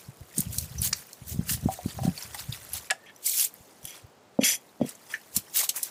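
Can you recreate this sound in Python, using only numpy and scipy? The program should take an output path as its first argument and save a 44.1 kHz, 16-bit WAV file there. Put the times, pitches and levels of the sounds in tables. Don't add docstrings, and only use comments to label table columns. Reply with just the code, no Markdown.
import sys
import numpy as np
from scipy import signal
from scipy.fft import rfft, irfft
from scipy.io import wavfile
from scipy.ndimage import uniform_filter1d

SR = 44100
rng = np.random.default_rng(int(sys.argv[2]) if len(sys.argv) > 2 else 0)


def output_pcm(signal):
    pcm = np.clip(np.atleast_2d(signal).T, -1, 1) * 32767
    wavfile.write(sys.argv[1], SR, np.round(pcm).astype(np.int16))


N = 260190
TIME = np.arange(N) / SR

# t/s, level/dB
TRICKLE_LEVELS = [(0, -53.5), (0.15, -64.5), (0.3, -59.5), (0.42, -53), (1.0, -53), (1.17, -59.5),
                  (1.6, -52.5), (2.86, -52.5), (2.98, -69), (3.6, -59.5), (4.25, -76), (4.65, -63),
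                  (4.8, -69.5), (5.08, -57), (5.3, -61), (5.9, -49)]
# f/Hz, level/dB
STRAW_SPECTRUM = [(700, -38), (1600, -20.5), (2200, -11), (3300, -6.5), (5000, -3.5), (7000, 1), (12000, 1),
                  (16000, 2)]
# t/s, level/dB, f/Hz
CLOD_BREAKS = [(0.088, -29.5, 121), (0.215, -30.5, 95), (0.38, -23.5, 250), (0.393, -16, 170),
               (0.469, -25.5, 129), (0.583, -24.5, 100), (0.714, -31, 114), (0.817, -22.5, 126),
               (1.221, -33.5, 108), (1.346, -27.5, 184), (1.36, -24.5, 150), (1.394, -12.5, 148),
               (1.411, -22.5, 163), (1.513, -23.5, 157), (1.548, -25.5, 102), (1.66, -9, 196),
               (1.861, -15, 208), (2.021, -22, 118), (2.053, -13, 192), (2.08, -11, 158),
               (2.091, -12.5, 157), (2.494, -21, 108), (3.607, -42, 106), (3.845, -36.5, 101),
               (4.047, -37, 89), (5.374, -24, 187)]


def amp(db):
    return 10 ** (np.asarray(db) / 20)


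def unit(x):
    return x / np.sqrt(np.mean(x ** 2) + 1e-20)


def add(mix, s, sound):
    part = mix[max(round(s * SR), 0):][:len(sound)]
    part += sound[:len(part)]


def colour(x, spectrum):
    hz, db = np.transpose(spectrum)
    f = np.fft.rfftfreq(len(x), 1 / SR)
    gain = amp(np.interp(np.log(f + 1), np.log(hz), db))
    return unit(irfft(rfft(x) * gain, len(x)))


def wander(first, second):
    return unit(uniform_filter1d(uniform_filter1d(rng.standard_normal(N), first), second))


def swell_db(s, length, rise_db_per_s, fall_db_per_s):
    return -rise_db_per_s * np.maximum(s - TIME, 0) - fall_db_per_s * np.maximum(TIME - s - length, 0)


def resonances(modes, f, reach=0.81):
    return sum(amp(db) / (1 + 1j * (f - hz ** 2 / f) / width) / (1 + 1j * (f / hz - hz / f) / reach)
               for hz, width, db in modes)


def fractures(per_s, spread_db):
    size = amp(spread_db * np.minimum(rng.exponential(1, N), 4))
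    return size * rng.choice([-1, 1], N) * (rng.random(N) < per_s / SR)


def grains(per_s, spread_db, cycles, count=24):
    t, out = np.arange(256) / SR, np.zeros(N)
    for hz in np.linspace(900, 15500, count):
        fibre = np.sin(2 * np.pi * hz * t) * np.exp(-t * hz / cycles)
        out += signal.oaconvolve(fractures(per_s / count, spread_db), unit(fibre))[:N]
    return unit(out)


def patchy(x, depth_db):
    spectra = signal.stft(x, nperseg=256, noverlap=192)[2]
    patches = rng.standard_normal(spectra.shape)
    for axis, size in ((0, 3), (0, 3), (1, 6), (1, 6)):
        patches = uniform_filter1d(patches, size, axis)
    spectra *= amp(depth_db * unit(patches))
    return unit(signal.istft(spectra, nperseg=256, noverlap=192)[1][:N])


def pressure(rest_db=-69.5, press_s=0.062, relax_s=0.075):
    # t/s, hold/s, level/dB, coarse grains compared with fine/dB
    crushes = [(0.376, 0.041, -35.5, -13), (0.53, 0.1, -37.5, -37), (0.836, 0.038, -25.5, -18),
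               (0.955, 0.032, -43.5, -30), (1.288, .04, -38, -16.5), (1.495, 0.045, -28.5, -12),
               (1.723, 0.021, -41, -6), (1.894, 0.0088, -48.5, 6.5), (2.048, 0.0093, -43.5, 3.5),
               (2.19, 0.041, -46.5, 4), (2.35, 0.0064, -46.5, -1), (2.399, 0.0035, -40, 2.5),
               (2.538, 0.01, -45.5, 3.5), (2.745, 0.028, -35, -6), (3.26, 0.15, -27, -32),
               (3.383, 0.068, -23.5, -25), (3.86, 0.043, -46.5, -7.5), (3.95, 0.0083, -53.5, 4),
               (4.876, .02, -46, 0.5), (5.12, 0.01, -47.5, 2), (5.366, 0.0045, -27, -12),
               (5.564, 0.021, -20.5, -16), (5.592, 0.015, -21.5, -7.5), (5.637, .007, -25, -9.5),
               (5.769, 0.0092, -34.5, -7), (5.835, 0.022, -37, -12.5)]
    fine = amp(np.interp(TIME, *np.transpose(TRICKLE_LEVELS))) ** 2
    coarse = fine * amp(-0.5) ** 2
    for s, hold, db, coarse_db in crushes:
        depth_db = max(db - rest_db, 10)
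        crush_db = db + swell_db(s, hold, depth_db / press_s, depth_db / relax_s)
        power = amp(np.maximum(crush_db, -200)) ** 2
        fine += power
        coarse += power * amp(coarse_db) ** 2
    return np.sqrt(fine), np.sqrt(coarse)


def crunch(clump_db=1.2):
    fine, coarse = pressure()
    clumps = amp(clump_db * wander(160, 90))
    straw = grains(per_s=5000, spread_db=2.5, cycles=0.96)
    straw += 0.87 * unit(fractures(per_s=3200, spread_db=1.5))
    straw = patchy(straw + rng.standard_normal(N), depth_db=2.6)
    crumbs = grains(per_s=6000, spread_db=3.5, cycles=0.28)
    crumbs = patchy(crumbs + rng.standard_normal(N), depth_db=4.5)
    straw += 0.33 * grains(per_s=130, spread_db=3, cycles=7)
    # f/Hz, level/dB
    crumb_spectrum = [(200, -25), (500, -2), (1100, 1.5), (1900, 5.5), (3200, 2.5), (5000, 4.5), (9000, 3),
                      (16000, -7.5)]
    return clumps * (fine * colour(straw, STRAW_SPECTRUM) + coarse * colour(crumbs, crumb_spectrum))


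def crackles(level_db=-4):
    ticks = grains(per_s=45, spread_db=2.8, cycles=9) + unit(fractures(per_s=18, spread_db=2.8))
    trickle_db = np.interp(TIME, *np.transpose(TRICKLE_LEVELS))
    return amp(level_db + trickle_db) * colour(ticks, STRAW_SPECTRUM)


def soil(rise_cycles=0.32, fall_cycles=0.64):
    out, t = np.zeros(N), np.arange(-3000, 3000) / SR
    for s, db, hz in CLOD_BREAKS:
        cycles = t * hz
        swell = np.exp(-np.abs(cycles / np.where(t < 0, rise_cycles, fall_cycles)) ** 1.31)
        wave = np.sin(2 * np.pi * cycles + rng.uniform(-0.66, 1.0))
        add(out, s + t[0], amp(db) * swell * wave)
    low_cut = signal.butter(2, 50, "high", fs=SR, output="sos")
    return signal.sosfilt(low_cut, out + loose_earth())


def loose_earth(lurch_db=4, slump_db=-15, slump_db_per_s=600):
    # t/s, length/s, level/dB
    heaves = [(0.465, 0.45, -42), (1.293, 0.4, -41.5), (1.982, 0.078, -36.5), (2.255, 0.54, -55)]
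    rumble = colour(rng.standard_normal(N),
                    [(30, -34), (75, -1), (130, -6.5), (200, -14), (320, -32.5), (700, -35.5), (2000, -82)])
    lurch = lurch_db * wander(1000, 700)
    pulls = [db + lurch + swell_db(s, length, rise_db_per_s=300, fall_db_per_s=218)
             for s, length, db in heaves]
    slumps = [db + slump_db - slump_db_per_s * np.abs(TIME - s) for s, db, _ in CLOD_BREAKS]
    return amp(np.max(pulls + slumps, axis=0)) * rumble


def sharp_cracks(tail_db=-22, tail_s=0.021, skirt_db=-22, rise_s=0.00096, ripple_db=4, size=4096):
    # t/s, level/dB, f/Hz, width/octaves, decay/s
    cracks = [(0.382, -21.5, 9050, 0.59, 0.0063), (.405, -19, 10200, 0.39, 0.0029),
              (0.585, -18, 8000, 0.74, 0.0031), (0.784, -30, 5920, 0.044, 0.008),
              (0.819, -19.5, 11100, 0.35, .0015), (0.9304, -15.5, 6050, 0.32, 0.0029),
              (0.929, -26.5, 1620, 0.44, 0.0035), (1.132, -34.5, 9450, 0.91, .0015),
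              (1.494, -24, 3100, 1.34, 0.0067), (2.177, -31, 4530, 0.048, 0.0039),
              (2.225, -33.5, 5300, 0.15, 0.005), (2.346, -32, 8000, 3.5, 0.0064),
              (2.526, -27, 4100, 0.21, 0.0024), (2.735, -18.5, 11340, 0.067, 0.0025),
              (2.9084, -19, 6070, 0.48, 0.0029), (3.264, -21.5, 9300, 0.46, 0.014),
              (3.397, -17, 10100, 1.33, 0.0017), (3.541, -38.5, 11500, 0.32, 0.0015),
              (4.435, -19.5, 2930, 0.34, 0.0046), (4.892, -30, 8540, 0.37, 0.0036),
              (4.952, -42.5, 8200, 0.3, 0.0035), (5.365, -16, 8700, 0.62, 0.0059),
              (5.14, -26, 1900, 0.19, 0.01), (5.692, -17.5, 6600, 1.13, 0.0071),
              (5.761, -26.5, 11200, 0.78, 0.019), (5.831, -19.5, 10000, 0.59, 0.0051)]
    out, t = np.zeros(N), (np.arange(size) - size // 8) / SR
    f, after = np.fft.rfftfreq(size, 1 / SR) + 1, np.maximum(t, 0)
    for s, db, hz, octaves, decay in cracks:
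        shape = np.exp(-0.5 * (np.log2(f / hz) / octaves) ** 2) + amp(skirt_db) / (f / hz + hz / f)
        ripple = unit(uniform_filter1d(rng.standard_normal(len(f)), size=50))
        shape *= amp(ripple_db * ripple)
        noise = unit(irfft(shape * np.exp(2j * np.pi * rng.random(len(f)))))
        rise = np.exp(np.minimum(t, 0) / rise_s)
        fade = np.exp(-after / decay) + amp(tail_db) * np.exp(-after / tail_s)
        add(out, s + t[0], amp(db) * noise * rise * fade)
    return out


def blows(events, modes, contact_s, rattle, rattle_s, size=2000):
    out, t = np.zeros(N), np.arange(size) / SR
    f = np.fft.rfftfreq(8192, 1 / SR) + 1
    push = t * np.exp(-t / contact_s)
    for s, db, pitch in events:
        force = rattle * rng.standard_normal(size) * np.exp(-t / rattle_s)
        force[0] += 1
        ring = irfft(resonances(np.array(modes) * [pitch, 1, 1], f))[:4096]
        sound = signal.fftconvolve(signal.fftconvolve(force, push), ring)
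        add(out, s, amp(db) * sound / np.abs(sound).max())
    return out


def handle_knocks():
    # t/s, peak level/dB, pitch factor
    knocks = [(1.687, -19, 1), (1.789, -29.5, 0.93), (1.989, -25.5, 1.02), (2.034, -27.5, 0.99),
              (2.068, -28, 1), (2.347, -36, 1.07), (2.913, -23.5, 0.98)]
    # f/Hz, width/Hz, level/dB
    handle_modes = [(595, 18, -15), (682, 42, -0.5), (765, 31.5, 6.5), (968, 30, -7)]
    return blows(knocks, handle_modes, contact_s=0.00016, rattle=0.037, rattle_s=0.003)


def frame_clacks():
    # t/s, peak level/dB, pitch factor
    clacks = [(2.902, -16.5, 1.09), (2.9075, -13, 0.99), (2.9115, -14, 0.99), (3.097, -38, 1.02),
              (5.141, -30.5, 1.02)]
    # f/Hz, width/Hz, level/dB
    frame_modes = [(1270, 180, -32), (1500, 64, -12), (1741, 76, 3), (2163, 300, -7), (2740, 500, -9.5),
                   (3240, 150, -13.5)]
    return blows(clacks, frame_modes, contact_s=0.00003, rattle=0.1, rattle_s=0.005)


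def squeak(start_s=3.05, length_s=0.045, level_db=-54.5, hz=1808, width_hz=18):
    response = resonances([(hz, width_hz, 0)], np.fft.rfftfreq(N, 1 / SR) + 1)
    tone = unit(irfft(rfft(rng.standard_normal(N)) * response, N))
    return amp(level_db + swell_db(start_s, length_s, rise_db_per_s=128, fall_db_per_s=900)) * tone


def tines(grit_db=-2, ring_db=-3, rasp_growth=0.082, full_thrust_db=-21, stall_db=10.5, pebble_s=0.0029):
    # f/Hz, width/Hz, level/dB
    tine_modes = [(2580, 43, -36), (3306, 80, 3.5), (5960, 26, 10), (5980, 100, -1), (7380, 110, 1),
                  (7640, 252, -20), (9540, 43, 8), (10000, 130, 2.5), (11440, 86, 2.5), (13050, 190, -1)]
    # f/Hz, level/dB
    grit_spectrum = [(350, -12), (700, -5.5), (1200, -14), (2200, 8), (4100, -4), (4600, 6), (7300, 5.5),
                     (8500, -1), (9700, -2), (13700, -18), (15500, -22)]
    # t/s, length/s, level/dB, treble slope/(dB per octave)
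    scrapes = [(3.065, 0.05, -53.5, -21), (3.878, 0.12, -50, -11), (4.415, 0.024, -37.5, -8),
               (4.443, 0.11, -21, 1.5), (4.813, 0.05, -51.5, -15), (5.103, 0.021, -45, -5)]
    # t/s, level/dB
    pebbles = [(3.162, -44), (3.83, -47), (3.844, -42), (3.853, -26.5), (3.874, -36), (3.884, -42),
               (3.907, -41), (4.864, -38)]
    out, f = np.zeros(N), np.fft.rfftfreq(N, 1 / SR) + 1
    catches = unit(fractures(per_s=22000, spread_db=-0.5))
    steel = unit(irfft(rfft(catches) * resonances(tine_modes, f), N))
    rasp = colour(patchy(catches, depth_db=2.5), grit_spectrum)
    for s, length, db, tilt_db in scrapes:
        stroke_db = swell_db(s, length, rise_db_per_s=1700, fall_db_per_s=754)
        stroke_db -= stall_db * np.clip((TIME - s) / length, 0, 1) ** 2
        span = stroke_db > -40
        pressure_db = db + stroke_db[span]
        rasp_db = grit_db + rasp_growth * (pressure_db - full_thrust_db)
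        rub = amp(ring_db) * steel[span] + amp(rasp_db) * rasp[span]
        out[span] += amp(pressure_db) * colour(rub, [(3000, 0), (12000, 2 * tilt_db)])
    tick_fade = np.exp(-np.arange(3000) / SR / pebble_s)
    for s, db in pebbles:
        add(out, s, amp(db) * tick_fade * steel[round(s * SR):][:len(tick_fade)])
    return out


def boot_steps():
    # t/s, peak level/dB, pitch factor
    steps = [(4.3895, -9, 1.005), (4.426, -23, 0.93), (4.801, -29.5, 1), (4.813, -11.5, 1.036),
             (4.824, -22.5, 0.63), (4.846, -24.5, 0.9)]
    # f/Hz, width/Hz, level/dB
    crossbar_modes = [(234.4, 57, -2), (264.4, 18, -6.5), (538, 110, -4.5), (636, 51, -21)]
    return blows(steps, crossbar_modes, contact_s=0.0003, rattle=0.012, rattle_s=0.006)


def garden(x, echo_db=-21, fade_60db_s=0.13, size=20000):
    t = np.arange(size) / SR
    echoes = rng.standard_normal(size) * (rng.random(size) < 0.08)
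    echoes *= amp(-60 * t / fade_60db_s) * (t > 0.004)
    echoes = colour(echoes, [(200, 1.5), (800, 6.5), (1800, 2), (6000, -3), (16000, -15)]) / np.sqrt(size)
    return x + amp(echo_db) * signal.oaconvolve(x, echoes)[:N]


def scene():
    # f/Hz, level/dB
    air_spectrum = [(25, -39), (50, -29), (100, -5), (250, -2.5), (550, -2), (1000, -7), (2000, -15.5),
                    (8000, -24), (16000, -76)]
    fork = tines() + squeak() + handle_knocks() + frame_clacks() + boot_steps()
    air = amp(-58) * colour(rng.standard_normal(N), air_spectrum)
    digging = crunch() + crackles() + sharp_cracks() + soil() + fork
    return (garden(digging) + air)[None]


def record(dry, edge_hz=15450):
    low_pass = signal.firwin(255, edge_hz, window=("kaiser", 8), fs=SR)
    return signal.oaconvolve(dry, low_pass[None], "same")


dry = scene()
out = record(dry)
output_pcm(out)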